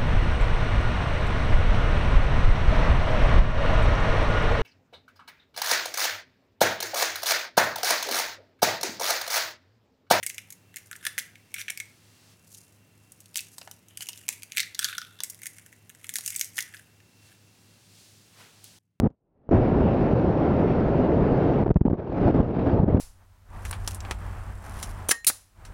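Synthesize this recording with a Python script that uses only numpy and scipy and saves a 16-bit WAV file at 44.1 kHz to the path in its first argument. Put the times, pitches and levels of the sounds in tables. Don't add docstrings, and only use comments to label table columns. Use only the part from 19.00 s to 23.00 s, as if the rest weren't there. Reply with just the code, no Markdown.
import sys
import numpy as np
from scipy import signal
from scipy.fft import rfft, irfft, next_fast_len
from scipy.io import wavfile
from scipy.ndimage import uniform_filter1d, map_coordinates

SR = 44100
rng = np.random.default_rng(int(sys.argv[2]) if len(sys.argv) > 2 else 0)


def volts_from_decibels(level):
    exponent = np.asarray(level, float) / 20
    return 10 ** exponent


def pcm_store(signal):
    levels = np.round(np.clip(np.atleast_2d(signal), -1, 1) * 32767)
    wavfile.write(sys.argv[1], SR, levels.astype(np.int16).T)


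N = 176400


def unit(x):
    return x / np.sqrt(np.mean(x ** 2) + 1e-20)


def curves(rows):
    s, *columns = np.transpose(rows)
    return [np.interp(np.arange(N) / SR, s, column) for column in columns]


def wobble(rate):
    points = rng.standard_normal(int(N * rate / SR) + 4)
    return map_coordinates(points, [np.arange(N) * rate / SR])


def filtered(x, response):
    size = next_fast_len(N + SR // 2)
    hz = np.fft.rfftfreq(size, 1 / SR) + 1e-3
    return irfft(rfft(x, size) * response(hz), size)[..., :N]


LOW_CUT_HZ, LOW_CUT_Q = 50, 0.6


def low_cut(hz):
    s = 1j * hz / LOW_CUT_HZ
    return s * s / (1 + s / LOW_CUT_Q + s * s)


def rush(spectrum, patchy_db):
    noise = signal.stft(rng.standard_normal(N), nperseg=512)[2]
    patches = uniform_filter1d(rng.standard_normal(noise.shape), size=6, axis=0)
    patches = uniform_filter1d(patches, size=10, axis=1)
    x = signal.istft(noise * volts_from_decibels(patchy_db * unit(patches)), nperseg=512)[1][:N]
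    f, db = np.transpose(spectrum)

    def color(hz):
        wanted = volts_from_decibels(np.interp(np.log(hz), np.log(f), db))
        return wanted / np.maximum(abs(low_cut(hz)), .1)

    x = filtered(x, color)
    return x / np.std(filtered(x, low_cut))


# t/s, level/dB
TICK_TIMES = [(.014, -57.5), (.024, -57.5), (0.093, -69), (.104, -55.5), (.504, -58), (0.513, -36.5),
              (0.535, -45.5), (2.744, -44), (2.795, -61), (2.895, -50), (3.366, -44), (3.385, -44)]


def ticks():
    jumps = np.zeros(N)
    for s, db in TICK_TIMES:
        jumps[round(s * SR)] = volts_from_decibels(db)
    return np.cumsum(jumps)


# start t/s, length t/s, center f/Hz, width f/Hz, level/dB
WHISTLE_NOTE = (.82, .125, 2750, 650, -55)


def whistle():
    s, length, center_hz, width_hz, db = WHISTLE_NOTE
    t = np.arange(N) / SR
    band = filtered(rng.standard_normal(N), lambda hz: np.exp(-((hz - center_hz) / width_hz * 2) ** 2))
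    fade = np.clip(np.minimum(t - s, s + length - t) / .012, 0, 1)
    return volts_from_decibels(db) * unit(band) * fade


# t/s, peak level/dB, direction and strength [sign: in or out]
SLAP_TIMES = [(-.0003, -17, -1), (0.07, -7, 1), (0.838, -7.5, -0.64), (1.135, -1.5, 0.8), (2.711, 0, -0.4),
              (2.815, -7.5, -1.2), (2.915, -6, -0.77), (3.403, -1.5, 0.97), (3.803, -4.5, 0.73),
              (3.843, -13.5, 1), (3.947, 3, 0.7), (3.9995, -10.5, -1.3)]
SLAP_S = .001


def slaps():
    t = np.arange(N) / SR
    return sum(way * volts_from_decibels(db) / (1 + ((t - s) / SLAP_S) ** 2) ** 1.7 for s, db, way in SLAP_TIMES)


# start t/s, release t/s, what leaks through level/dB,
# rebound on release level/dB, rebound pitch f/Hz
PINNED_TIMES = [(.006, 0.02, -11.5, -27, 150.4), (0.024, 0.032, -8.5, -8, 167.4),
                (0.075, 0.491, -34.5, -51, 250), (.492, 0.511, -17, -17, 242.4),
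                (0.842, 0.852, -1.5, -35.5, 204), (1.137, 1.154, -4.5, -33, 200),
                (2.62, 2.623, -24, -20, 197), (2.639, 2.646, -33, -13.5, 281),
                (2.648, 2.66, -13, -15.5, 258), (2.671, 2.678, -31, -18.5, 269),
                (2.682, 2.691, -17, -20.5, 275.6), (2.694, 2.702, -23, -18.5, 404),
                (2.716, 2.758, -27, -5, 123.4), (2.771, 2.809, -29, -14.5, 130),
                (2.815, 2.852, -22.5, -6.5, 186), (2.87, 2.877, -29, -23.5, 281),
                (2.884, 2.899, -27.5, -20.5, 285), (2.912, 2.927, -22, -13, 232),
                (3.313, 3.34, -7.5, -24, 195), (3.798, 3.831, -4, -12.5, 142.6),
                (3.846, 3.857, -13.5, -19.5, 247), (3.856, 3.877, -10, -25.5, 207),
                (3.953, 3.979, 1.5, -11, 150)]
EDGE_S = 0.0007


def freedom():
    t, db = np.arange(N) / SR, np.zeros(N)
    for s, release, leak_db, *_ in PINNED_TIMES:
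        db = db + leak_db * np.clip(np.minimum(t - s, release - t) / EDGE_S + .5, 0, 1)
    return volts_from_decibels(db)


REBOUND_RISE, REBOUND_T60_S = 30, .06


def rebounds():
    out, t = np.zeros(N + SR), np.arange(SR // 10) / SR
    for _, release, _, db, hz in PINNED_TIMES:
        swing = np.sin(2 * np.pi * hz * t * (1 + REBOUND_RISE * t))
        swing = swing * (1 - np.exp(-t / 0.00055))
        out[round(release * SR):][:len(t)] += volts_from_decibels(db - 60 * t / REBOUND_T60_S) * swing
    return np.cumsum(np.diff(out[:N], prepend=0) * freedom())


# f/Hz, level/dB per Hz
HISS_COLOR = [(500, -60.5), (1300, 0.5), (1900, -7.5), (2700, -12), (3500, -20), (5500, -30), (7300, -45),
              (8500, -91)]
HISS_DB, HISS_SWAY_DB = -25.5, .4


def hiss(bright_db):
    return volts_from_decibels(HISS_DB + bright_db + HISS_SWAY_DB * wobble(7)) * rush(HISS_COLOR, patchy_db=1.5)


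# f/Hz, level/dB per Hz
RUMBLE_COLOR = [(10, -39), (20, -8), (40, -6.5), (90, -0.5), (170, -4), (350, -20.5), (900, -59.5),
                (2000, -120)]
RUMBLE_DB, DARK_RUMBLE = -3.5, .1


def rumble(bright_db):
    return volts_from_decibels(RUMBLE_DB - 1.5 - DARK_RUMBLE * bright_db) * rush(RUMBLE_COLOR, patchy_db=0.3)


# f/Hz, level/dB per Hz
ROAR_COLOR = [(40, -44.5), (120, -6), (260, -1), (440, -4), (690, -10), (900, -16), (2200, -44),
              (6000, -120)]
ROAR_FOLLOWS = 0.51


def roar(bright_db):
    return volts_from_decibels(ROAR_FOLLOWS * bright_db - 2) * rush(ROAR_COLOR, patchy_db=0.46)


# t/s, roar level/dB, brightness level/dB, gust depth level/dB
AIR_CHANGES = [(0, -16.5, -14.5, 2), (.078, -16, -15, 1.5), (.1, -12, -10.5, 6.5), (.17, -45.5, -1.5, .6),
               (.49, -20, -1.5, 1.5), (.54, -11, -5.5, 0.3), (.6, -17.5, -3, 1.25), (.95, -20.5, 1.5, 1.2),
               (2.6, -20.5, 2, 0.3), (2.65, -15, -8.5, 2), (2.943, -17.5, -16, 1.5), (2.955, -38.5, 0, 6),
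               (3.25, -17.5, -0.5, 0.94), (3.406, -18, -5, 3), (3.422, -28.5, -0.5, 3), (3.69, -22, 1, 2),
               (3.83, -15.5, -12.5, 2), (4, -24, -8, 3.5)]


def wind():
    level_db, bright_db, gust_db = curves(AIR_CHANGES)
    swell_db = gust_db * (0.25 * wobble(13) + 0.45 * wobble(45) + 0.55 * wobble(130))
    pressure = rumble(bright_db) + roar(bright_db) + hiss(bright_db)
    moving = np.diff(pressure, prepend=0) * volts_from_decibels(level_db + swell_db) * freedom()
    return np.cumsum(moving)


def scene():
    return (ticks() + whistle() + slaps() + rebounds() + wind())[None]


def top_cut(x):
    return signal.sosfilt(signal.butter(12, 15830, fs=SR, output="sos"), x)


CLIP = .6
TOP_HZ, TOP_STEEP = 7600, 48
WHINE_HZ, WHINE_DB = 15716, -96


def record(dry):
    x = filtered(dry, low_cut)
    x = x / (1 + abs(x / CLIP) ** 4) ** .25
    ramp = x[:, :1] + (x[:, -1:] - x[:, :1]) * np.arange(N) / N
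    x = ramp + filtered(x - ramp, lambda hz: 1 / (1 + (hz / TOP_HZ) ** TOP_STEEP))

    def whine_band(hz):
        return np.exp(-((hz - WHINE_HZ) / 70) ** 2) + .2 * np.exp(-((hz - 15100) / 350) ** 2)

    whine = unit(filtered(rng.standard_normal(N), whine_band))
    loudness = uniform_filter1d(abs(x), size=120)
    x = x + volts_from_decibels(WHINE_DB) * whine * loudness * 10
    return top_cut(x)


dry = scene()
out = record(dry)
pcm_store(out)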